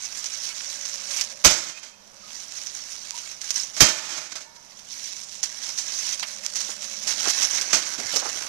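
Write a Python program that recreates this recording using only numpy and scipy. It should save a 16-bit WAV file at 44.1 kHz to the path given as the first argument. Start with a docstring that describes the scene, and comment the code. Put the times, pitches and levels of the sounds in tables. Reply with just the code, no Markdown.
"""Sleeves and dry leaves rustle close by, twigs snap, and a far machine throbs faintly.
The sheet-metal door of a wire live trap slams twice: it rebounds, the mesh rattles and rings,
and the cage thumps the soil. Then the animal inside scurries out over the leaves.
Only the right microphone works; the slams overload it and push its gain down."""
import sys
import numpy as np
from scipy import signal
from scipy.fft import rfft, irfft
from scipy.io import wavfile

SR = 44100
rng = np.random.default_rng(int(sys.argv[2]) if len(sys.argv) > 2 else 0)


def generate_wav(sig):
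    """Save sig (samples, or channels by samples) to the path in sys.argv[1] as 16-bit PCM at SR."""
    pcm = np.round(np.clip(np.atleast_2d(sig).T, -1, 1) * 32767).astype(np.int16)
    wavfile.write(sys.argv[1], SR, pcm)


N = 373968
TIME = np.arange(N) / SR

# Four spells of handling, a fader curve each. Each row: time in seconds, level in dB.
HANDLING = [
    [(0.0, -41), (0.058, -34), (0.082, -43.5), (0.134, -36.5), (1.028, -38), (1.218, -27), (1.23, -35.5),
     (1.336, -41), (1.344, -50.5), (1.42, -44)],
    [(1.98, -58.5), (2.184, -53.5), (2.362, -42), (3.322, -39), (3.352, -48.5), (3.514, -32.5),
     (3.524, -35.5), (3.562, -27.5), (3.73, -47.5), (3.74, -37.5)],
    [(4.45, -53), (4.542, -61), (4.564, -44.5), (4.578, -55), (4.858, -49.5), (4.922, -39), (5.18, -37.5),
     (5.272, -46.5), (5.326, -38.5), (5.41, -44.5)],
    [(5.46, -33.5), (5.508, -43.5), (6.14, -29), (6.158, -38.5), (6.524, -41), (6.568, -34.5),
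     (6.796, -41.5), (6.854, -37.5), (7.006, -38.5), (7.06, -36.5)],
]
# The animal's run through the leaves. Each row: time in seconds, level in dB.
ESCAPE = [(7.06, -41), (7.28, -24), (7.412, -29), (7.918, -34), (8.294, -33), (8.48, -35.5)]
# Single sweeps through the leaves. Each row: peak time in seconds, level in dB, swell in seconds.
SWISHES = [(.18, -43, 0.034), (.47, -37, 0.051), (.7, -34.5, 0.013), (2.57, -39.5, 0.038),
           (3.79, -32, 0.022), (5.63, -33, 0.015), (6.69, -37, 0.028), (7.09, -30, 0.021),
           (7.29, -33, 0.042), (7.432, -27, 0.033), (7.55, -30, 0.15), (7.84, -34.5, 0.069),
           (8.16, -27.5, .04)]
# EQ of the dry leaves. Each row: frequency in Hz, relative level in dB.
RUSTLE_EQ = [(150, -66), (250, -22), (488, -26.5), (540, -20.5), (774, -18), (2200, -9.5), (2570, -10.5),
             (3620, -9), (4760, -7), (5850, 1), (6480, -2.5), (7820, -13), (13100, -28), (14200, -35),
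             (15000, -87)]
# Weight of the crunch in dB, for each spell of handling and then for the run.
CRUNCH_DB = [-7.5, -8.5, -12.5, -7.5, -2.5]
# The far machine. Each row: time in seconds, throb level in dB, whine level in dB.
MACHINE = [(0, -78, -73.5), (1.1, -68.5, -56.5), (2.2, -68, -66.5), (3.0, -80, -72), (4.7, -74, -74),
           (6.0, -69, -63.5), (6.7, -60.5, -58.5), (8.48, -71, -63)]
# EQ of the outdoor air. Each row: frequency in Hz, relative level in dB.
AIR_EQ = [(15, -28), (25, -8.5), (202, 2), (344, -19), (584, 0), (761, -1), (916, 2), (2640, -15.5),
          (6000, 2), (8240, -56), (14000, -34)]
# The loudest twigs and leaves breaking, and at 6.464 s a bright tick of a cage wire. Each row: start in
# seconds, level in dB, 60 dB decay in seconds.
SNAPS = [(.051, -32, 0.067), (.243, -22.5, 0.024), (.259, -24, 0.057), (0.854, -23, 0.04),
         (.933, -35, 0.013), (0.958, -27, 0.01), (1.212, -14.5, 0.034), (2.671, -25, .009),
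         (3.108, -23, 0.0058), (3.416, -23.5, 0.034), (3.446, -33, 0.023), (3.506, -13.5, 0.032),
         (5.129, -32, .03), (5.235, -38, .04), (5.43, -18, .09), (5.777, -23, 0.16), (6.132, -24, 0.015),
         (6.464, -16, 0.013), (6.502, -30, 0.035), (6.557, -19.5, 0.077), (6.605, -20, .07),
         (6.822, -29, .015), (6.844, -24.5, 0.048), (7.07, -23.5, 0.36), (7.296, -16, 0.1),
         (7.613, -16.5, 0.054), (8.162, -12, 0.037)]
# EQ of a snap. Each row: frequency in Hz, relative level in dB.
SNAP_EQ = [(290, -59), (500, -23), (1680, -17), (3830, -11.5), (5310, -2), (6210, 0), (8250, -15),
           (13400, -31), (14400, -49), (15000, -43)]
# Paws and shoes. Each row: start in seconds, level in dB, decay in seconds, centre pitch in Hz.
STEPS = [(.605, -24.5, 0.02, 2340), (.989, -31.5, 0.019, 1700), (6.226, -28.5, 0.1, 1490),
         (6.227, -24.5, 0.073, 3280), (6.69, -33, 0.033, 600), (7.255, -28, 0.094, 1120),
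         (7.272, -24.5, 0.041, 368), (7.735, -45, 0.62, 304), (7.984, -37.5, 0.19, 380),
         (8.135, -37, 0.31, 415), (8.16, -30, 0.086, 705), (8.22, -32, .16, 775), (8.255, -29.5, 0.14, 750)]
# EQ of soil under the paws. Each row: frequency in Hz, relative level in dB.
SCUFFLE_EQ = [(60, -3.5), (150, -1), (300, 3), (500, 4), (900, 5), (2000, -63)]
# Door slams. Each row: start in seconds, level in dB, rebound gap in seconds,
# shake length in seconds, trim of the frame's rattle in dB.
SLAMS = [(1.446, -1, 0.0613, 0.25, -22), (3.805, -1, 0.079, 0.43, -10)]
# Lighter blows on the cage. Each row: start in seconds, level in dB, chatter decay in seconds.
BLOWS = [(1.829, -32.5, 0.32), (3.765, -30, 0.26), (4.09, -25, 0.34), (4.318, -23, 0.061),
         (4.353, -25, 0.16), (4.405, -36, 0.21), (7.729, -15.5, 0.34)]
# EQ of the struck cage. Each row: frequency in Hz, relative level in dB.
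CAGE_EQ = [(88, -30), (150, -13.5), (409, -14.5), (661, -10), (772, -13.5), (1090, -9), (1570, -7.5),
           (2400, -8), (2920, -10.5), (4210, -6.5), (6300, 0.5), (8920, -18.5), (13400, -29.5),
           (14200, -70), (15000, -105)]
# Narrow ringing tones that colour the slams. Each row: pitch in Hz, relative level in dB,
# decay in seconds.
SLAM_TONES = [(356.6, 12.5, 0.3), (587, 6, 0.72), (627, 13, 0.4), (930, 2.5, 1), (1424, 1, 0.95),
              (1490, 3, 0.5), (1760, 6.5, 0.84), (2210, 5, 0.77), (2480, 1, 0.65), (2540, 9, 0.25),
              (2567, 15, 0.23), (2764, 13, 0.35), (3165, 12, 0.53), (3469, 2, 0.39), (3700, -12, 0.74),
              (4297, -27, 0.18), (4538, -3, 0.37)]
# The cage's weight landing on the soil. Each row: start in seconds, level in dB.
THUMPS = [(1.46, -13.5), (1.507, -21.5), (3.819, -9.5)]
# EQ of that thud. Each row: frequency in Hz, relative level in dB.
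THUMP_EQ = [(20, -5), (40, 1), (65, -1.5), (100, -2), (150, -4), (200, -1), (280, -4.5), (380, -13.5),
            (580, -8), (1000, -22)]
# Boom of the sheet-metal floor. Each row: pitch in Hz, relative level in dB, decay in seconds.
FLOOR_MODES = [(89, -4, .1), (258, 3, 0.12)]
# Single wires twanging. Each row: start in seconds, level in dB, decay in seconds, pitch in Hz.
TWANGS = [(1.74, -43, .5, 2510), (2.22, -58, 0.28, 1270), (3.13, -49.5, 0.28, 960), (4.09, -42, 0.47, 3165),
          (4.357, -55, .3, 1460), (4.44, -62, .9, 930)]
# A finger on the microphone housing. Each row: start in seconds, level in dB, decay in seconds,
# centre pitch in Hz.
BUMP = [(8.052, -34, 0.039, 75)]
# EQ of the preamp hiss. Each row: frequency in Hz, relative level in dB.
HISS_EQ = [(20, 8.5), (60, 0), (300, 3.5), (1000, 0.5), (3000, -4.5), (7000, -9.5), (14000, -14)]


def from_db(db):
    """Decibels to gain."""
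    return 10 ** (np.asarray(db) / 20)


def rms_one(x):
    """Scale to unit rms."""
    return x / np.sqrt(np.mean(x ** 2) + 1e-20)


def noise():
    """White noise."""
    return rng.standard_normal(N)


def drift(per_s):
    """Random wander of spread 1."""
    knots = rng.standard_normal(N // 20)
    return np.interp(TIME * per_s, np.arange(len(knots)), knots) * np.sqrt(3 / 2)


def butter(x, hz, kind, order=2):
    """Butterworth filter."""
    return signal.sosfilt(signal.butter(order, np.clip(hz, 10, .45 * SR), kind, fs=SR, output="sos"), x)


def convolve(x, response):
    """Pass a sound through a response of unit energy."""
    return signal.oaconvolve(x, response / np.linalg.norm(response))[:N]


def eq(x, spectrum, size=4096):
    """Minimum-phase EQ: shapes the tone with no ringing ahead of an attack."""
    hz, db = np.transpose(spectrum)
    grid = np.maximum(np.arange(size // 2 + 1) * SR / size, 1)
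    gains = from_db(np.interp(np.log(grid), np.log(hz), db))
    cepstrum = irfft(np.log(gains))
    return convolve(x, irfft(np.exp(rfft(2 * cepstrum[:size // 2], size))))


def grains(per_s, spread_db):
    """Random tiny contacts of uneven size, rms 1."""
    sizes = from_db(spread_db * np.minimum(rng.exponential(1, N), 5))
    return rms_one((rng.random(N) < per_s / SR) * sizes * rng.choice([-1, 1], N))


def bursts(rows, rise_s):
    """Envelope of hits that swell quickly and die away; their powers add."""
    power = np.zeros(N)
    for s, db, t60 in rows:
        age = TIME[:int(t60 * SR)]
        at = int(s * SR)
        shape = from_db(db - 60 * age / t60) * (1 - np.exp(-age / rise_s))
        power[at:at + len(age)] += shape[:N - at] ** 2
    return np.sqrt(power)


def knocks(rows, width, rise_s):
    """Noise bursts, each in its own band; width is a share of the centre pitch."""
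    out = np.zeros(N)
    for s, db, t60, hz in rows:
        body = rms_one(butter(noise(), [hz / (1 + width), hz * (1 + width)], "band"))
        out += bursts([(s, db, t60)], rise_s) * body
    return out


def ringing(tones):
    """One second of ring: a sum of decaying sines."""
    age = TIME[:SR]
    return sum(from_db(db - 60 * age / t60) * np.sin(2 * np.pi * (hz * age + rng.random()))
               for hz, db, t60 in tones)


def spell(rows, fade_db_per_s=400):
    """Fader for a spell of movement, closing quickly at either end."""
    times, db = np.transpose(rows)
    outside_s = np.abs(TIME - np.clip(TIME, times[0], times[-1]))
    return from_db(np.interp(TIME, times, db) - np.minimum(fade_db_per_s * outside_s, 100))


def movement(release_s=0.038):
    """Effort that drives the leaves: handling, the animal's run and single sweeps add in power."""
    power = sum(spell(rows) ** 2 for rows in HANDLING) + (from_db(-0.97) * spell(ESCAPE)) ** 2
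    for s, db, swell_s in SWISHES:
        from_peak = np.maximum((s - TIME) / swell_s, (TIME - s) / release_s)
        power += from_db(db) ** 2 * np.exp(-np.minimum(from_peak ** 2, 50))
    return np.sqrt(power)


def leaf_ticks(per_s, q, count=24):
    """Every dry leaf ticks at a pitch of its own."""
    pitches = np.geomspace(1500, 9000, count) * np.exp(0.041 * rng.standard_normal(count))
    ticks = 0
    for hz in pitches:
        b, a = signal.iirpeak(hz, q, fs=SR)
        ticks += signal.lfilter(b, a, grains(per_s, spread_db=3) + 1e-18)
    return rms_one(ticks)


def crunch_gain(effort, pivot_db=-36, follows=0.74):
    """The crunch takes a share of the effort's swing and weighs most once the animal runs."""
    starts = [rows[0][0] for rows in list(HANDLING[1:]) + [ESCAPE]]
    weight_db = np.array(CRUNCH_DB)[np.searchsorted(starts, TIME)]
    return from_db(pivot_db + weight_db) * (effort / from_db(pivot_db)) ** follows


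def rustle(effort, bands=10):
    """Leaves crackle and tick over soft friction: a crisp top and a coarse crunch below."""
    crackle = grains(per_s=2800, spread_db=4) + from_db(-1.5) * noise()
    clumps = from_db(1.28 * drift(35) + 1.16 * drift(260))
    contacts = clumps * (crackle + from_db(-6.5) * leaf_ticks(per_s=50, q=70))
    spectrum = rfft(eq(contacts, RUSTLE_EQ))
    # pieces of different size come and go, so each band swells on its own
    hz = np.arange(N // 2 + 1) * SR / N
    band_of = np.searchsorted(np.geomspace(900, 9000, bands - 1), hz)
    leaves = sum(irfft(spectrum * (band_of == k), N) * from_db(1.37 * drift(40)) for k in range(bands))
    crisp = rms_one(butter(leaves, 1895, "high", order=3))
    crunch = rms_one(butter(leaves, 2324, "low", order=3))
    return from_db(1.11) * effort * crisp + from_db(-4) * crunch_gain(effort) * crunch


def machine(hum_hz=198, beats_per_s=15, whine_hz=(546, 600)):
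    """Two close hums beat against each other under a pair of wavering whines."""
    times, *levels = np.transpose(MACHINE)
    throb_gain, whine_gain = (from_db(np.interp(TIME, times, db)) for db in levels)
    phase = 2 * np.pi * np.cumsum(hum_hz + 3 * drift(18)) / SR
    beat = 2 * np.pi * np.cumsum(beats_per_s + 0.31 * drift(3.7)) / SR
    throb = (np.sin(phase) + 0.95 * np.sin(phase + beat)) * from_db(1.25 * drift(16))
    whines = sum(butter(noise(), [hz - 11, hz + 11], "band", order=1) for hz in whine_hz)
    return throb_gain * throb + whine_gain * rms_one(whines)


def air():
    """A faint, steady bed of outdoor noise."""
    return from_db(-57.5) * eq(noise(), AIR_EQ)


def snaps(effort, small_per_s=18):
    """Twigs and leaves break in runs of tiny fractures; the big ones open with a sharp crack."""
    moments = rng.uniform(0, N - 1, int(small_per_s * N / SR)).astype(int)
    small = effort * bursts([(at / SR, 0.5, 0.015) for at in moments], rise_s=0.0005)
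    fractures = (bursts(SNAPS, rise_s=0.0039) + small) * grains(per_s=13000, spread_db=2)
    for s, db, t60 in SNAPS:
        crack_db = 17 - np.log2(t60 / 0.0078)  # quick snaps crack hardest, slow crushes least
        fractures[int(s * SR)] += from_db(db + crack_db)
    return eq(fractures, SNAP_EQ)


def steps():
    """Paws and shoes land with damped knocks; a low scuffle of soil joins as the animal bolts."""
    running = spell([(ESCAPE[0][0], -54.5), (ESCAPE[-1][0], -54)])
    scuffle = running * eq(grains(per_s=1000, spread_db=4.5), SCUFFLE_EQ)
    return scuffle + knocks(STEPS, width=0.78, rise_s=0.0019)


def door_hits(rebound_loss_db=14.5):
    """The door scrapes its guides, lands, jangles and rebounds twice; rows read like BLOWS."""
    hits = []
    for s, db, gap_s, _, _ in SLAMS:
        scrape = (s - 0.0065, db - 23, 0.084)
        landing = (s, db, 0.1)
        jangle = (s, db - 11.5, 0.44)
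        rebounds = [(s + k * gap_s, db - k * rebound_loss_db, 0.16) for k in (1, 2)]
        hits += [scrape, landing, jangle] + rebounds
    return hits


def cage_shake(attack_s=0.045, sag_db_per_s=12.5, stop_db_per_s=124):
    """After a slam the cage shakes on, then comes to rest: envelopes for mesh and frame."""
    mesh, frame = 0, 0
    for s, _, _, shake_s, frame_db in SLAMS:
        age = np.maximum(TIME - s, 0)
        loss_db = sag_db_per_s * age + stop_db_per_s * np.maximum(age - shake_s, 0)
        shake = np.minimum(age / attack_s, 1) * from_db(-23 - loss_db)
        mesh += shake
        frame += from_db(frame_db) * shake
    return mesh, frame


def cage(wire_decay_s=0.15, rattle_hz=(280, 3400)):
    """Each blow makes the wires chatter and the mesh ring; narrow ringing tones add colour."""
    force = bursts(door_hits() + list(BLOWS), rise_s=0.001)
    chatter = force * grains(per_s=7000, spread_db=-0.5)
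    mesh_gain, frame_gain = cage_shake()
    shaking = mesh_gain * grains(per_s=5200, spread_db=0.5) * from_db(2 * drift(70))
    contacts = chatter + shaking
    wires = ringing([(hz, 0, wire_decay_s) for hz in rng.uniform(700, 8000, size=400)])
    tones = ringing(SLAM_TONES)
    ring = from_db(-14) * convolve(contacts, wires) + from_db(-18) * convolve(contacts, tones)
    # the frame rattles dully against the mesh
    clatter = convolve(grains(per_s=350, spread_db=0.5), wires)
    clatter += from_db(-19) * grains(per_s=900, spread_db=6)
    rattle = frame_gain * rms_one(butter(clatter, rattle_hz, "band"))
    return eq(contacts + ring, CAGE_EQ) + rattle


def thumps(thud_s=0.067, settle_s=1):
    """The whole trap jolts against the ground, its floor booms and it settles."""
    jolts = [(s, db, thud_s) for s, db in THUMPS]
    settling = [(s, db - 41, settle_s) for s, db in THUMPS]
    thuds = eq(bursts(jolts + settling, rise_s=0.00044) * noise(), THUMP_EQ)
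    floor_hits = np.zeros(N)
    for s, db in THUMPS:
        floor_hits[int(s * SR)] = from_db(db + 7.5)
    return thuds + convolve(floor_hits, ringing(FLOOR_MODES))


def twangs():
    """Single wires sing out in narrow bands with a fluttering level."""
    return knocks(TWANGS, width=0.025, rise_s=0.006) * from_db(6 + 4.5 * drift(60))


def finger_bump():
    """A finger knocks the microphone housing: one soft, low bump."""
    return knocks(BUMP, width=1, rise_s=0.0027)


def scene(crosstalk_db=-68):
    """Airborne sound sits hard right with a trace on the left; the bump shakes both channels."""
    effort = movement()
    mix = 2 * (air() + rustle(effort) + snaps(effort) + cage() + thumps() + twangs() + steps()
               + machine())
    return np.array([from_db(crosstalk_db) * mix, mix]) + finger_bump()


def auto_gain(x, threshold_db, fall_db_per_s, rise_db_per_s):
    """The gain ducks steadily while the right channel is loud and climbs back afterwards."""
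    power = butter(x[1] ** 2, 10, "low", order=1)
    level_db = 10 * np.log10(np.abs(power) + 1e-12)
    loud = 0.5 + 0.5 * np.tanh((level_db - threshold_db) / 2)
    travel_db = np.cumsum(loud * fall_db_per_s - (1 - loud) * rise_db_per_s) / SR
    return x * from_db(np.minimum.accumulate(travel_db) - travel_db)  # never above unity


def record(dry, top_cut_hz=14150):
    """Preamp hiss, automatic gain, hard overload and a steep top cut."""
    hiss = from_db(-58) * np.array([eq(noise(), HISS_EQ) for side in dry])
    levelled = auto_gain(dry + hiss, threshold_db=-18, fall_db_per_s=62, rise_db_per_s=34)
    overloaded = np.clip(levelled, -0.8, 0.8)
    return signal.sosfilt(signal.ellip(12, 0.1, 100, top_cut_hz, fs=SR, output="sos"), overloaded)


dry = scene()
out = record(dry)
generate_wav(out)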